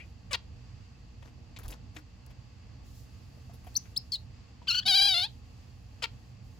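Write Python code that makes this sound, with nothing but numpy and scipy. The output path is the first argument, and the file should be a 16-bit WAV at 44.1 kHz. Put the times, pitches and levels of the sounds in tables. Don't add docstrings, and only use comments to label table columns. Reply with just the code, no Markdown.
import sys
import numpy as np
from scipy import signal
from scipy.fft import rfft, irfft, next_fast_len
from scipy.io import wavfile
from scipy.ndimage import uniform_filter1d

SR = 44100
rng = np.random.default_rng(int(sys.argv[2]) if len(sys.argv) > 2 else 0)


def gain_from_db(level_db):
    decades = np.asarray(level_db, float) / 20
    return 10 ** decades


def inscribe(sig):
    pcm = np.round(np.clip(np.atleast_2d(sig).T, -1, 1) * 32767)
    wavfile.write(sys.argv[1], SR, pcm.astype(np.int16))


N = 290619
TIME = np.arange(N) / SR
PADDED = next_fast_len(N)
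BINS = np.maximum(np.fft.rfftfreq(PADDED, 1 / SR), 1)


def at_hz(points, hz, axis=1):
    points = np.array(points)
    return np.interp(np.log(hz), np.log(points[:, 0]), points[:, axis])


def rms_one(x):
    return x / np.sqrt(np.mean(x ** 2) + 1e-20)


def wobble(size, hz, count=1):
    sos = signal.butter(4, hz, fs=SR, output="sos")
    run_in = int(2 * SR / hz)
    drift = signal.sosfilt(sos, rng.standard_normal((count, size + run_in)))
    return np.squeeze(rms_one(drift[:, run_in:]))


def band(x, low_hz, high_hz):
    return signal.sosfilt(signal.butter(3, [low_hz, high_hz], "band", fs=SR, output="sos"), x)


# [hz, likeness]
PORT_LIKENESS = [(60, 1), (200, 0.8), (500, 0.13), (3000, .3), (4800, 0.15), (6900, 0.267), (10000, 0.27),
                 (15000, 0.37)]
# [hz, left_minus_right_db]
NOISE_PAN = [(40, 3), (100, -5.5), (200, -1), (500, -0.2), (4800, -0.5), (7000, 1)]


def stereo_noise(gain):
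    mid, side = rfft(rng.standard_normal((2, PADDED)))
    alike = np.clip(at_hz(PORT_LIKENESS, BINS), 0, 1)
    pan = gain_from_db(at_hz(NOISE_PAN, BINS) / 2)
    mid, side = mid * np.sqrt(1 + alike), side * np.sqrt(1 - alike)
    both = irfft(gain * np.array([(mid + side) * pan, (mid - side) / pan]), PADDED)[:, :N]
    return both / np.sqrt(np.mean(both.mean(0) ** 2))


# [start_s, length_s, peak_db]
FEATHER_RUFFLES = [
    (0, .1, -80),
    (1.22, 0.066, -81),
    (2.863, .1, -71.5),
    (2.95, 0.052, -68),
    (3.05, 1.16, -77),
    (3.672, 0.23, -73),
    (5.0, 0.36, -76),
    (5.45, 0.86, -79.5),
    (6.45, .3, -77),
]
STILL_AIR_DB = -86


def stirred_air():
    rise_db_per_s, fall_db_per_s = 327, 110
    air_db = np.full(N, float(STILL_AIR_DB))
    for start, length, peak_db in FEATHER_RUFFLES:
        before_s = np.maximum(start - TIME, 0)
        after_s = np.maximum(TIME - start - length, 0)
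        away_db = rise_db_per_s * before_s + fall_db_per_s * after_s
        air_db = np.maximum(air_db, peak_db - away_db)
    return air_db


# [hz, level_db_per_hz]
HUM_SPECTRUM = [(12, -61), (20, -28.5), (54, -3), (114, -4), (131, -3.5), (146, -36.5), (172, -10.5),
                (205, -20.5), (232, -15), (273, -20.5), (419, -32.5), (468, -23), (515, -31.5),
                (634, -30.5), (900, -30), (1170, -84), (1980, -120)]
# [hz, level_db_per_hz]
HISS_SPECTRUM = [(530, -39), (900, -15), (991, -5.5), (1100, -2), (1390, -9.5), (1930, -7), (2380, -10),
                 (2620, -3.5), (2940, -9), (3860, -13.5), (4720, -5), (5150, -12.5), (7280, -18),
                 (8330, -26.5), (9000, -73), (11700, -67.5), (19800, -120)]


def background():
    hum_db, hiss_db = -46.5, -65
    top_at_still_db, top_steeper = -104, 1.9
    air_db = stirred_air()
    hum_swell, hiss_swell = gain_from_db(.8 * wobble(N, 3, count=2))
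    hum = gain_from_db(hum_db) * hum_swell * stereo_noise(gain_from_db(at_hz(HUM_SPECTRUM, BINS)))
    hiss = gain_from_db(hiss_db) * hiss_swell * stereo_noise(gain_from_db(at_hz(HISS_SPECTRUM, BINS)))
    white = stereo_noise(1)
    air = rms_one(band(white, 9700, 15000)) + 1.8 * rms_one(band(white, 3500, 7460))
    top_db = top_at_still_db + top_steeper * (air_db - STILL_AIR_DB)
    top = gain_from_db(top_db) * rms_one(band(white, 13500, 15000))
    return hum + hiss + gain_from_db(air_db) * air + top


def resonance(hz, centre_hz, width_hz):
    return 1 / (1 + 1j * (hz - centre_hz ** 2 / hz) / width_hz)


# [start_s, pitch_step_share, level_step_db]
REGISTER_SHIFTS = [
    (4.751, -0.038, 5),
    (4.882, .075, 1.5),
    (4.944, .05, 2.5),
    (5.141, -0.064, 2),
]
# [time_s, pitch_kink_share, length_s, extra_roughness (0-1), level_jump_db]
VOICE_CATCHES = [(4.699, -0.012, .005, 0.08, -2), (4.747, 0.063, 0.0023, .15, 4),
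                 (4.881, 0.077, 0.0056, 0.37, 1.5), (4.966, 0.051, 0.0069, 0, 0),
                 (5.003, -0.02, 0.03, 0, 0.3), (5.019, 0.044, 0.0064, 0, 1), (5.045, 0.035, 0.005, 0, -1.5),
                 (5.075, .05, .006, 0, -3.5), (5.128, -0.0047, 0.005, 0, 1.5),
                 (5.182, 0.019, 0.0073, 0.06, 2.5), (5.201, 0.044, 0.0028, 0.7, 1.5)]
# [hz, level_db]
THROAT_COLOUR = [(400, 4.5), (800, 8), (1600, 5.5), (2400, 7.5), (3200, 8), (4000, 4.5), (4800, 5),
                 (5600, -4.5), (7000, -5.5), (9600, -2.5), (10500, -1), (12200, -7), (14200, -6),
                 (15600, -6)]
# [centre_hz, width_hz]
SIDE_RESONANCES = [(850, 770), (6900, 1750), (10500, 1200), (15500, 400)]


def note(rows, beak, roughness, sides_db, full_db):
    s, *columns = np.transpose(rows)
    span = slice(round(s[0] * SR), round(s[-1] * SR))
    t = TIME[span]
    pitch, level_db = [np.interp(t, s, c) for c in columns]
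    for at, step, step_db in REGISTER_SHIFTS:
        shifted = (at > s[0]) * (1 + np.tanh((t - at) / 0.0005)) / 2
        pitch, level_db = pitch * (1 + step * shifted), level_db + step_db * shifted
    below_db = np.maximum(max(full_db, level_db.max()) - level_db, 0)

    beak_hz, width_hz, follows, opens, flare = beak
    flare = flare * np.exp((s[0] - t) / 0.0095)
    beak_hz = beak_hz * (pitch / np.median(pitch)) ** follows
    beak_hz = beak_hz * gain_from_db(-opens * below_db) * (1 + flare)

    rough = np.clip(roughness[0] + roughness[1] * below_db / 20, 0, .7)
    for at, kink, length, harsh, jump_db in VOICE_CATCHES:
        bump = np.exp(-((t - at) / length) ** 2)
        pitch = pitch * (1 + kink * bump)
        rough, level_db = rough + harsh * bump, level_db + jump_db * bump
    pitch = pitch * (1 + .005 * wobble(len(t), 170) + .03 * rough * wobble(len(t), 350))
    order = np.arange(1, 16500 // pitch.min() + 1)[:, None]
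    hz = order * pitch

    effort = gain_from_db(-0.35 * below_db)
    drive = [-effort ** -1.4, -gain_from_db(20.5 * flare), effort, -effort]
    sides = gain_from_db(np.array(sides_db))[:, None] * drive
    tract = resonance(hz, beak_hz, width_hz) ** 2
    tract = tract + sum(g * resonance(hz, *mode) for g, mode in zip(sides, SIDE_RESONANCES))
    gain = gain_from_db(at_hz(THROAT_COLOUR, hz)) * tract * (hz < 20000)
    gain = gain * gain_from_db(1.8 * wobble(len(t), 70, count=len(order) + 1)[1:])

    blur = .7 * rough + .22 * np.minimum(order / 11, 1.1) ** 2.5
    slow, fast = wobble(len(t), 420, count=2 * len(order)).reshape(2, len(order), -1)
    pulses = np.exp(2j * np.pi * order * np.cumsum(pitch) / SR)
    wave = np.real(gain * (1 + blur * (slow + 1j * fast)) * pulses).sum(0)
    power = np.sum(np.abs(gain) ** 2 * (.5 + blur ** 2), axis=0)
    fade = np.clip(np.minimum(t - s[0], s[-1] - t) / .002, 0, 1)
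    shimmer = gain_from_db(.6 * wobble(len(t), 120))
    return span, fade * shimmer * gain_from_db(level_db) * wave / np.sqrt(power)


# [time_s, pitch_hz, level_db]
TAIL_NOTES = [
    [(0, 454, -47), (.02, 485, -49.5), (.06, 499, -66)],
]
# [time_s, pitch_hz, level_db]
LEAD_IN_NOTES = [
    [(.307, 675, -56), (.311, 600, -39.5), (.321, 567, -37.5), (.33, 555, -39)],
    [(6.0205, 823, -44), (6.024, 642, -35.5), (6.029, 539, -32)],
]
# [time_s, pitch_hz, level_db]
BUZZ_NOTES = [
    [(.328, 530, -59), (.331, 504, -24.5), (.339, 517, -29), (.347, 455.6, -25), (.357, 476, -32.5),
     (.362, 497, -51)],
    [(6.024, 559, -43.5), (6.03, 507.5, -33), (6.043, 451.7, -25.5), (6.055, 468, -39), (6.06, 430, -31)],
]
# [time_s, pitch_hz, level_db]
WHISTLE_NOTES = [
    [(3.75, 3290, -65), (3.755, 4370, -27.5), (3.758, 4000, -39.5), (3.762, 4550, -23.5),
     (3.767, 5820, -23.5), (3.771, 6200, -21.5), (3.779, 5930, -32)],
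    [(3.96, 2780, -54.5), (3.967, 4000, -28.5), (3.978, 5294, -22), (3.983, 5040, -47)],
]
# [time_s, pitch_hz, level_db]
SLUR_NOTES = [
    [(4.118, 1180, -44), (4.121, 1200, -26.5), (4.124, 1087, -28.5), (4.128, 1144, -30.5),
     (4.132, 1030, -29), (4.136, 1126, -28), (4.147, 1065, -30), (4.158, 947, -32), (4.172, 1030, -50)],
]
# [time_s, pitch_hz, level_db]
NASAL_NOTES = [
    [(4.67, 960, -43), (4.683, 1576, -27), (4.69, 1530, -22), (4.712, 1320, -22.5), (4.72, 1418, -27),
     (4.744, 1462, -27), (4.772, 1542, -32.5), (4.79, 1592, -27), (4.803, 1440, -35.5)],
    [(4.805, 1425, -48), (4.82, 1550, -49), (4.835, 1718, -41.5), (4.84, 1750, -62.5)],
]
# [time_s, pitch_hz, level_db]
LONG_CALLS = [
    [(4.853, 770, -40), (4.864, 746, -23.5), (4.904, 745, -20), (4.928, 690, -22.5), (5.07, 706.8, -23),
     (5.15, 648.3, -30), (5.215, 680.4, -32.5), (5.245, 765, -31), (5.274, 897, -54)],
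]
# [resonance_hz, width_hz, pitch_follow_power, opening_share, onset_flare (0-1)]
KIND_BEAKS = [(2430, 630, .01, .01, .01), (2630, 1500, .01, .01, 0.07), (2900, 3200, .01, 0.021, 1),
              (5580, 3900, 0.2, .01, .01), (4180, 660, 0.61, .01, 0.1), (3945, 2240, .1, 0.084, 0),
              (4080, 1570, 0.23, 0.0202, 0.12)]
KIND_ROUGHNESS = [(.5, 0), (.35, 0), (.58, -.2), (.04, .15), (.26, .1), (.19, .4), (.04, .2)]
# [chest_db, nasal_db, treble_db, top_db]
KIND_SIDES = [(-30, -30, -35, -35), (-5, -6, -22, -17), (-9, -16, -20, -15), (-50, -18, -19.5, -13),
              (-50, -20, -24, -16), (-22, -28, -28, -16), (-21, -33, -16, -22)]


def finch():
    kinds = [TAIL_NOTES, LEAD_IN_NOTES, BUZZ_NOTES, WHISTLE_NOTES, SLUR_NOTES, NASAL_NOTES, LONG_CALLS]
    out = np.zeros(N)
    for notes, *voice in zip(kinds, KIND_BEAKS, KIND_ROUGHNESS, KIND_SIDES):
        full_db = max(db for rows in notes for *_, db in rows)
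        for rows in notes:
            span, wave = note(rows, *voice, full_db=full_db)
            out[span] += wave
    return out


# [delay_s, level_db]
TUB_REFLECTIONS = [(.0019, -17), (.0043, -20)]


def with_echoes(x):
    return x + sum(gain_from_db(db) * np.interp(TIME - delay, TIME, x) for delay, db in TUB_REFLECTIONS)


# [start_s, peak_db, scratch_hz, treble_rel_db]
CLAW_CONTACTS = [(1.221, -49, 2780, -24), (1.248, -49, 1620, -16), (1.27, -53, 2600, -26),
                 (1.562, -36.5, 3470, -31), (1.587, -42.5, 2160, -2), (1.6044, -51, 1650, -26),
                 (1.629, -48, 3470, -3), (1.644, -48.5, 1830, -12), (1.655, -56, 1770, -14),
                 (1.681, -48, 3670, 2), (1.7054, -44.5, 6870, -3), (1.695, -50, 500, -25),
                 (1.7208, -37, 3200, -20), (1.735, -45.5, 1760, -19), (1.9444, -58, 5000, 0),
                 (1.9616, -33, 2900, -29), (1.979, -46.5, 1870, -14), (2.263, -60, 1820, -19),
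                 (2.296, -54.5, 2600, -11), (3.495, -54.5, 1800, -20), (3.85, -51, 2500, -17),
                 (3.531, -56, 4580, 3), (3.6374, -63, 2620, 3), (3.6654, -51, 2500, -6),
                 (4.618, -53, 3250, -24)]


def hops():
    mean_db, mean_t60_s = -47, 0.074
    grains = rng.standard_normal((3, N)) * gain_from_db(3.5 * wobble(N, 400))
    treble, dull = band(grains[1], 10100, 15000), band(grains[2], 140, 960)
    out = np.zeros(N)
    for start, peak_db, hz, treble_db in CLAW_CONTACTS:
        span = slice(round(start * SR), round((start + .15) * SR))
        t = TIME[span] - start
        t60 = mean_t60_s * gain_from_db(0.25 * (mean_db - peak_db))
        dull_db = -49 + .35 * (peak_db - mean_db) - peak_db
        grain = grains[0, span]
        scratch = band(grain, hz / 1.81, hz * 1.33) + 0.39 * band(grain, 1080, 6600)
        burst = rms_one(scratch) + gain_from_db(treble_db) * rms_one(treble[span])
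        burst = burst + gain_from_db(dull_db) * rms_one(dull[span])
        attack = np.clip(t / (0.11 * t60), 0, 1)
        out[span] += gain_from_db(peak_db - 1 - 60 * t / t60) * attack * burst
    return out


# [time_s, peak_db]
CLAW_SNAPS = [(1.588, -43), (1.681, -39), (1.7058, -42.5), (1.9635, -55), (2.2634, -51), (3.744, -50),
              (3.667, -56)]


def clicks():
    s, peak_db = np.transpose(CLAW_SNAPS)
    kicks = np.full(N, 1e-18)
    kicks[(s * SR).astype(int)] = gain_from_db(peak_db)
    envelope = signal.lfilter([1], [1, -gain_from_db(-60 / (0.017 * SR))], kicks)
    return envelope * rms_one(band(rng.standard_normal(N), 3700, 21000))


# [start_s, peak_db, pitch_hz]
WING_THUMPS = [
    (1.646, -33.5, 46.2),
    (1.677, -30, 48.4),
    (1.698, -42, 46),
    (1.69, -46, 307),
    (1.71, -53, 481),
    (1.965, -42.5, 302),
    (4.85, -42.5, 213),
]
# [start_s, peak_db, pitch_hz]
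WALL_KNOCKS = [
    (3.373, -53, 580),
    (3.496, -45, 695),
    (3.67, -40, 716),
    (4.618, -45.5, 966),
]


def tub():
    out, t = np.zeros(N), TIME[:SR // 3]
    for events, t60 in [(WALL_KNOCKS, .05), (WING_THUMPS, .2)]:
        for s, peak_db, hz in events:
            start = round(s * SR)
            out[start:start + len(t)] += gain_from_db(peak_db - 60 * t / t60) * np.sin(2 * np.pi * hz * t)
    return out


# [hz, left_minus_right_db, right_lag_rad]
PORT_DIFFERENCE = [(198.6, 11, 1.7), (794, 10.5, 0.56), (1550, 7.5, 2), (2400, 10.5, 1.1),
                   (3100, 4.5, 0.16), (4000, 2, 0.32), (4800, 6, 0.76), (5700, 10.5, 0.9), (6750, 0, 0.85),
                   (9800, 0.5, 1.9), (15000, 0.2, 1.1)]


def at_ports(x):
    split = gain_from_db(at_hz(PORT_DIFFERENCE, BINS)) * np.exp(1j * at_hz(PORT_DIFFERENCE, BINS, axis=2))
    right = 2 * rfft(x, PADDED) / (1 + split)
    return irfft(np.array([right * split, right]), PADDED)[:, :N]


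def room(x):
    t60_s, level_db = 0.2, -21.5
    t = TIME[:SR // 2]
    tail = rng.standard_normal((2, len(t))) * gain_from_db(-60 * t / t60_s) * np.clip(t / 0.0011, 0, 1)
    tail = band(tail, 300, 5800)
    tail = tail / np.sqrt(np.sum(tail ** 2) / 2)
    return gain_from_db(level_db) * signal.fftconvolve(x[None], tail, axes=1)[:, :N]


def ducking(near):
    duck_db, from_db, window_s = -1.5, -32, 0.027
    power = uniform_filter1d(near ** 2, size=round(window_s * SR))
    level_db = 10 * np.log10(np.maximum(power, 1e-12))
    return gain_from_db(duck_db * np.clip((level_db - from_db) / 10, 0, 1))


def scene():
    near = with_echoes(finch()) + hops() + clicks()
    return at_ports(near) + room(near) + tub() + ducking(near) * background()


def low_pass(x):
    return signal.sosfilt(signal.butter(12, 16980, fs=SR, output="sos"), x)


# [low_hz, high_hz]
TREBLE_GAPS = [(8300, 9450), (12450, 13900)]


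def record(dry):
    for edges in TREBLE_GAPS:
        dry = signal.sosfilt(signal.ellip(4, 1, 32, edges, "bandstop", fs=SR, output="sos"), dry)
    dry = signal.sosfilt(signal.ellip(10, 1, 55, 15900, fs=SR, output="sos"), dry)
    return low_pass(dry)


dry = scene()
out = record(dry)
inscribe(out)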